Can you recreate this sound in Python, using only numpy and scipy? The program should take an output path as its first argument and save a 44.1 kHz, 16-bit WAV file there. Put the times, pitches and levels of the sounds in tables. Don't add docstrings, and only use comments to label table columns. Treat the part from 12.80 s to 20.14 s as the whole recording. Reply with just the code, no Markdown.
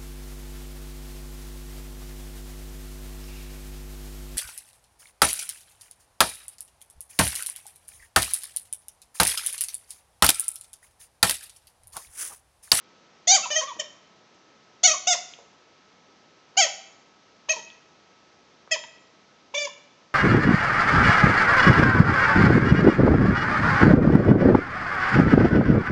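import sys
import numpy as np
from scipy import signal
from scipy.fft import rfft, irfft
from scipy.io import wavfile
from scipy.ndimage import uniform_filter1d

SR = 44100
rng = np.random.default_rng(int(sys.argv[2]) if len(sys.argv) > 2 else 0)


def master_out(mix):
    frames = np.transpose(np.atleast_2d(mix))
    ceiling = np.clip(frames, -1, 1)
    pcm = np.round(ceiling * 32767).astype(np.int16)
    wavfile.write(sys.argv[1], SR, pcm)


N = 323694
SAMPLING_HZ = 16000


def from_db(db):
    return 10 ** (np.asarray(db) / 20)


def rms_one(x):
    return x / np.sqrt(np.mean(x ** 2) + 1e-20)


def at_hz(points, hz):
    points = np.array(points)
    return np.interp(np.log(hz), np.log(points[:, 0]), points[:, 1])


def band(x, lo_hz, hi_hz, order=2):
    limits = [lo_hz, min(hi_hz, .45 * SR)]
    return signal.sosfilt(signal.butter(order, limits, "band", fs=SR, output="sos"), x)


def slow(rows, length, size):
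    once = uniform_filter1d(rng.standard_normal((rows, length)), size=size)
    return rms_one(uniform_filter1d(once, size=size))


def add(out, s, piece):
    i = round(s * SR)
    out[..., i:i + piece.shape[-1]] += piece


# (frequency [Hz], level [dB per Hz])
HISS_SHAPE = [(15, -52), (25, -24.5), (190, -5), (487, -5.5), (751, -8), (957, -8), (1310, -11),
              (1480, -11.5), (6130, -17), (8000, -30.5), (10400, -60), (17600, -120)]
HISS_DB = -58
# (frequency [Hz], rms level [dB])
STEADY_TONES = [(1293, -68.5), (2180, -82)]


def background():
    hz = np.maximum(np.arange(N // 2 + 1) * SR / N, 1)
    spectrum = rfft(rng.standard_normal(N)) * from_db(at_hz(HISS_SHAPE, hz))
    hiss = from_db(HISS_DB) * rms_one(irfft(spectrum, N))
    t = np.arange(N) / SR
    tones = 0
    for tone_hz, level_db in STEADY_TONES:
        tones = tones + np.sqrt(2) * from_db(level_db) * np.sin(2 * np.pi * tone_hz * t)
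    return hiss + tones


SPLIT_HZ = 4200


def partials(colour_db, hz, mid, top):
    colour = from_db(colour_db) * (hz < SAMPLING_HZ / 2)
    high = np.clip((hz - SPLIT_HZ) / 400 + .5, 0, 1)
    heights = 0
    for sizes, level in ((colour * (1 - high), mid), (colour * high, top)):
        heights = heights + level * sizes / np.sqrt(np.sum(sizes ** 2, axis=0))
    return heights


# (frequency [Hz], level [dB])
PIPE_COLOUR = [(1500, -9.5), (1900, -7.5), (2500, -6.5), (3200, -5.5), (3800, -9.5), (4500, -13),
               (5300, -9), (5900, -7.5), (6600, -3.5), (7200, -8.5), (7700, -22.5)]
GRIP_WIDTH_HZ, SHIFTING_DB = 190, 4
GRIP_IN_ROOM = 0.42
BREATHY_DB = -27
WOBBLE = .0014
LOW_SHIFTING_DB = 1.5
HOLLOW_WIDTH_HZ, HOLLOW_FOLLOWS = 100, .15
LOW_FOLLOWS, TOP_FOLLOWS = 0.59, 1.09
LOW_DB_PER_OCTAVE = 13.5


def puff(rows, balance, grip):
    s, pitch_hz, level_db = np.transpose(rows)
    *balance_db, hollow_hz, octave_swell_db, top_swell_db = balance
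    t = np.arange(s[0], s[-1], 1 / SR)
    late = t - t.mean()
    hz = uniform_filter1d(np.interp(t, s, pitch_hz), size=90)
    mid = from_db(uniform_filter1d(np.interp(t, s, level_db), size=60))
    peak = from_db(level_db.max())
    drive = mid / peak
    low_gain, octave_gain, hollow_gain, top_gain = from_db(balance_db) * peak

    thinning = from_db(LOW_DB_PER_OCTAVE * np.log2(hz / hz.max()))
    low = low_gain * drive ** LOW_FOLLOWS * thinning
    ringing = np.exp(-((2 * hz - hollow_hz) / HOLLOW_WIDTH_HZ) ** 2)
    octave = octave_gain * from_db(octave_swell_db * late) * drive
    octave = octave + hollow_gain * ringing * drive ** HOLLOW_FOLLOWS
    top = top_gain * from_db(top_swell_db * late) * drive ** TOP_FOLLOWS

    wobble = WOBBLE * slow(1, len(t), size=60)[0]
    phase = 2 * np.pi * np.cumsum(hz * (1 + wobble)) / SR
    k = np.arange(3, 18)[:, None]
    shifting_db = SHIFTING_DB * slow(len(k), len(t), size=500)
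    pipe_db = at_hz(PIPE_COLOUR, k * hz) + shifting_db
    grip_db = 0
    for peak_hz, peak_db in grip:
        grip_db = grip_db + peak_db * np.exp(-((k * hz - peak_hz) / GRIP_WIDTH_HZ) ** 2)
    waves = np.cos(k * phase - rng.uniform(0, 2 * np.pi, k.shape))
    upper = []
    for share in (1, GRIP_IN_ROOM):
        heights = partials(pipe_db + share * grip_db, k * hz, mid, top)
        upper.append(np.sum(heights * waves, axis=0))

    flutter = from_db(LOW_SHIFTING_DB * slow(2, len(t), size=250))
    fundamental = flutter[0] * low * np.cos(phase)
    tone = fundamental + flutter[1] * octave * np.cos(2 * phase) + np.array(upper)
    air = rms_one(band(rng.standard_normal(len(t)), 1500, 7000))
    air = air * from_db(BREATHY_DB) * np.maximum(mid, top)
    fade = np.clip(np.minimum((t - s[0]) / 0.00077, (s[-1] - t) / 0.0063), 0, 1)
    return fade * (np.sqrt(2) * tone + air)


# (time [s], reed pitch [Hz], level of the middle partials [dB])
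SQUEAK_CURVES = [
    [(.471, 606, -42), (.478, 680, -24), (.49, 725.4, -25), (.51, 732.6, -21), (.522, 788.4, -22),
     (.532, 788.6, -24.5), (.54, 735, -24.5), (.55, 817, -23.5), (.56, 747, -24.5), (.57, 647, -33),
     (.592, 515, -46)],
    [(.622, 643, -52), (.64, 672, -33), (.65, 646, -37), (.66, 490, -39), (.67, 485, -50)],
    [(.703, 569, -36.5), (.715, 610.6, -28.5), (.74, 587.7, -32.5), (.752, 598, -34), (.765, 646.5, -23),
     (.78, 619, -28.5), (.795, 637.6, -29), (.807, 619, -37), (.82, 482.6, -44.5), (.835, 557, -41.5),
     (.848, 532, -46)],
    [(.872, 609, -47), (.89, 578, -43.5), (.9, 564, -44.5), (.912, 503, -56), (.93, 446, -55)],
    [(.988, 576, -56), (1.0, 627, -24.5), (1.01, 580, -36), (1.022, 495, -44.5)],
    [(2.031, 601, -45.5), (2.037, 686, -23), (2.052, 753.4, -20.5), (2.062, 736.7, -17.5),
     (2.07, 697, -30.5), (2.08, 641.6, -23.5), (2.095, 646, -27), (2.108, 599.6, -32.5),
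     (2.12, 641.5, -25.5), (2.13, 632, -37), (2.152, 510, -49)],
    [(2.269, 652, -45), (2.273, 685, -24.5), (2.285, 751, -25), (2.3, 734.4, -28), (2.312, 700.3, -25.5),
     (2.322, 711.6, -26), (2.332, 670, -26), (2.345, 590, -37.5), (2.357, 470, -49)],
    [(3.768, 673, -43), (3.776, 731, -19), (3.79, 801, -21.5), (3.8, 784.7, -20.5), (3.81, 728.5, -20),
     (3.82, 660, -24), (3.835, 652.6, -21), (3.85, 593, -31.5), (3.862, 549, -41.5), (3.877, 448, -46)],
    [(4.686, 479, -51), (4.692, 584, -29.5), (4.698, 633.4, -21), (4.708, 650.8, -20.5), (4.72, 629, -25.5),
     (4.73, 579, -38), (4.74, 503, -51), (4.748, 507, -38)],
    [(4.764, 449, -45.5), (4.775, 481, -58), (4.785, 438, -49), (4.802, 438, -51)],
    [(5.909, 530, -45.5), (5.915, 645, -26), (5.922, 655, -19.5), (5.93, 643, -22), (5.94, 617, -28),
     (5.952, 585, -34.5), (5.965, 476, -50), (5.974, 430, -45)],
    [(6.036, 516, -54), (6.042, 473, -66), (6.056, 424, -69)],
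    [(6.737, 400, -60), (6.745, 552.5, -31), (6.752, 587.5, -26), (6.76, 583.5, -29.5), (6.77, 558.7, -31),
     (6.782, 602.3, -25.5), (6.795, 586.7, -30.5), (6.83, 583.2, -30.5), (6.842, 588, -35.5),
     (6.855, 553.6, -31), (6.865, 575, -48.5), (6.882, 458, -43)],
]
# (fundamental [dB], octave [dB], octave ringing in the hollow [dB], top partials [dB],
#  hollow pitch [Hz], octave swell [dB per s], top swell [dB per s])
PUFF_BALANCES = [(-2, -17, -7.5, 9.5, 1090, 219.5, 2.5), (-16, -4.5, 1.5, -10, 990, 2, 0),
                 (-5, -17, -8.5, 4.5, 1030, 150, 51), (-14, 6, 5.5, -19, 1000, 45, -50),
                 (-6.5, -24, 3, 0, 910, 0, -4), (-6, -12, -9.5, 8.5, 1090, 60.5, -30),
                 (-1, -11.5, 5, 7, 900, 43, 33), (-2.5, -16, -11.5, 4, 895, -60, -1.5),
                 (-8, -29.5, -14, 1.5, 1005, -1.5, 99), (-1.5, -9, 12.5, 2, 1010, 0, 0),
                 (-9, -27, -13.5, -0.5, 977, 2, 48), (-2, 4, 7, -6, 940, 3, 2),
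                 (-6, -30, -4, -3, 976, 62, 67)]
# (frequency [Hz], level [dB])
PUFF_GRIPS = [
    [(2030, 7), (3600, 20.5), (3950, 1), (5100, -14), (5500, -13.5)],
    [(2700, 32)],
    [(2500, -6), (3100, 9), (3750, -5), (4300, -10), (6300, 10), (7200, -27)],
    [(2300, 8), (3450, 15)],
    [(1880, 6), (2500, -1), (3100, 11), (4100, -18), (7200, 9)],
    [(2030, -1), (3750, 2), (4450, 2), (5100, -11), (7500, -10)],
    [(2040, 0), (2250, -2), (3500, 7), (4300, -14), (4900, -0.5), (7500, 9)],
    [(2200, 0.5), (3920, -8), (6660, 1.5), (5200, -1.5), (5930, -10.5), (7800, -2.5)],
    [(2550, 16), (6400, 18), (7000, -16.5)],
    [(3200, 2)],
    [(2550, 4.5), (3250, 0.5), (3880, -20.5), (4550, 1.5), (5150, 0), (5830, -6.5), (6500, 1.5)],
    [(2600, 2)],
    [(1760, -5.5), (2350, 12), (3500, 9), (4100, -7.5), (4700, 8), (7200, 3)],
]


def squeaks():
    out = np.zeros((2, N))
    for rows, balance, grip in zip(SQUEAK_CURVES, PUFF_BALANCES, PUFF_GRIPS):
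        add(out, rows[0][0], puff(rows, balance, grip))
    return out


# (frequency [Hz], fade time [s])
ROOM_FADE = [(300, 0.29), (800, 0.7), (2000, 0.7), (5500, 0.58), (8000, 0.58)]
ROOM_DB, ROOM_RISE_S = -12.5, 0.007
EARLY_DB, EARLY_S = 13, 0.031
ROOM_TREBLE_HZ, ROOM_TREBLE_DB = 6717, 2


def room(x):
    t = np.arange(SR) / SR
    edges = 150 * 2 ** np.arange(0, 6, .5)
    tail = 0
    for lo, hi in zip(edges, edges[1:]):
        fall = from_db(-60 * t / at_hz(ROOM_FADE, np.sqrt(lo * hi)))
        tail = tail + band(rng.standard_normal(SR), lo, hi) * fall
    tail = tail + from_db(ROOM_TREBLE_DB) * band(tail, ROOM_TREBLE_HZ, SAMPLING_HZ / 2)
    rise = 1 - np.exp(-t / ROOM_RISE_S)
    early = from_db(EARLY_DB * np.exp(-t / EARLY_S))
    tail = tail * rise * early
    tail = tail / np.sqrt(np.sum(tail ** 2))
    return from_db(ROOM_DB) * signal.fftconvolve(x, tail)[:N]


# (time [s], rumble level at the crest [dB], time to the crest [s])
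JAW_PUSHES = [(.53, -54, .035), (.95, -57, .03), (2.04, -59, .05), (3.76, -59, .045), (4.74, -60, .05)]


def jaw_pushes():
    out, t = np.zeros(N), np.arange(round(.2 * SR)) / SR
    for s, level_db, crest_s in JAW_PUSHES:
        rumble = rms_one(band(rng.standard_normal(len(t)), 150, 430))
        swell = t / crest_s * np.exp(1 - t / crest_s)
        add(out, s, from_db(level_db) * rumble * swell)
    return out


# (time [s], peak level [dB], ringing pitch [Hz], spread [pitch ratio], decay [s])
TEETH_TICKS = [(.966, -37, 600, 2.0, .002), (1.546, -50, 6800, 1.3, .004), (2.537, -30, 2900, 1.25, .002),
               (2.588, -41, 600, 1.6, .025), (3.758, -40, 700, 2.0, .002), (4.902, -33, 3100, 1.25, .003),
               (5.876, -38, 700, 1.9, .002), (6.039, -28, 2400, 1.6, .0015)]


def teeth_ticks():
    out, t = np.zeros(N), np.arange(round(.2 * SR)) / SR
    for s, peak_db, hz, spread, decay_s in TEETH_TICKS:
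        crackle = rng.standard_normal(len(t)) / 2
        snap = (10 * (t == 0) + crackle) * np.exp(-t / decay_s)
        tick = band(snap, hz / spread, hz * spread, order=3)
        add(out, s, from_db(peak_db) * tick / np.abs(tick).max())
    return out


def scene():
    direct, to_walls = squeaks() + jaw_pushes() + teeth_ticks()
    return (direct + room(to_walls) + background())[None]


OVERLOAD = .85
LOW_CUT_HZ, BAND_HZ, CUTOFF_HZ = 63, 7300, 9070
MIRROR_DB = -17.5


def record(dry):
    dry = OVERLOAD * np.tanh(dry / OVERLOAD)
    dry = signal.sosfilt(signal.butter(2, LOW_CUT_HZ, "high", fs=SR, output="sos"), dry)
    narrow = signal.sosfilt(signal.butter(5, BAND_HZ, fs=SR, output="sos"), dry)
    flipped = 2 * dry * np.cos(2 * np.pi * SAMPLING_HZ * np.arange(N) / SR)
    mirror = from_db(MIRROR_DB) * band(flipped, SAMPLING_HZ / 2, CUTOFF_HZ, order=4)
    steep = signal.cheby2(12, 50, CUTOFF_HZ * 1.04, fs=SR, output="sos")
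    return signal.sosfilt(steep, narrow + mirror)


dry = scene()
out = record(dry)
master_out(out)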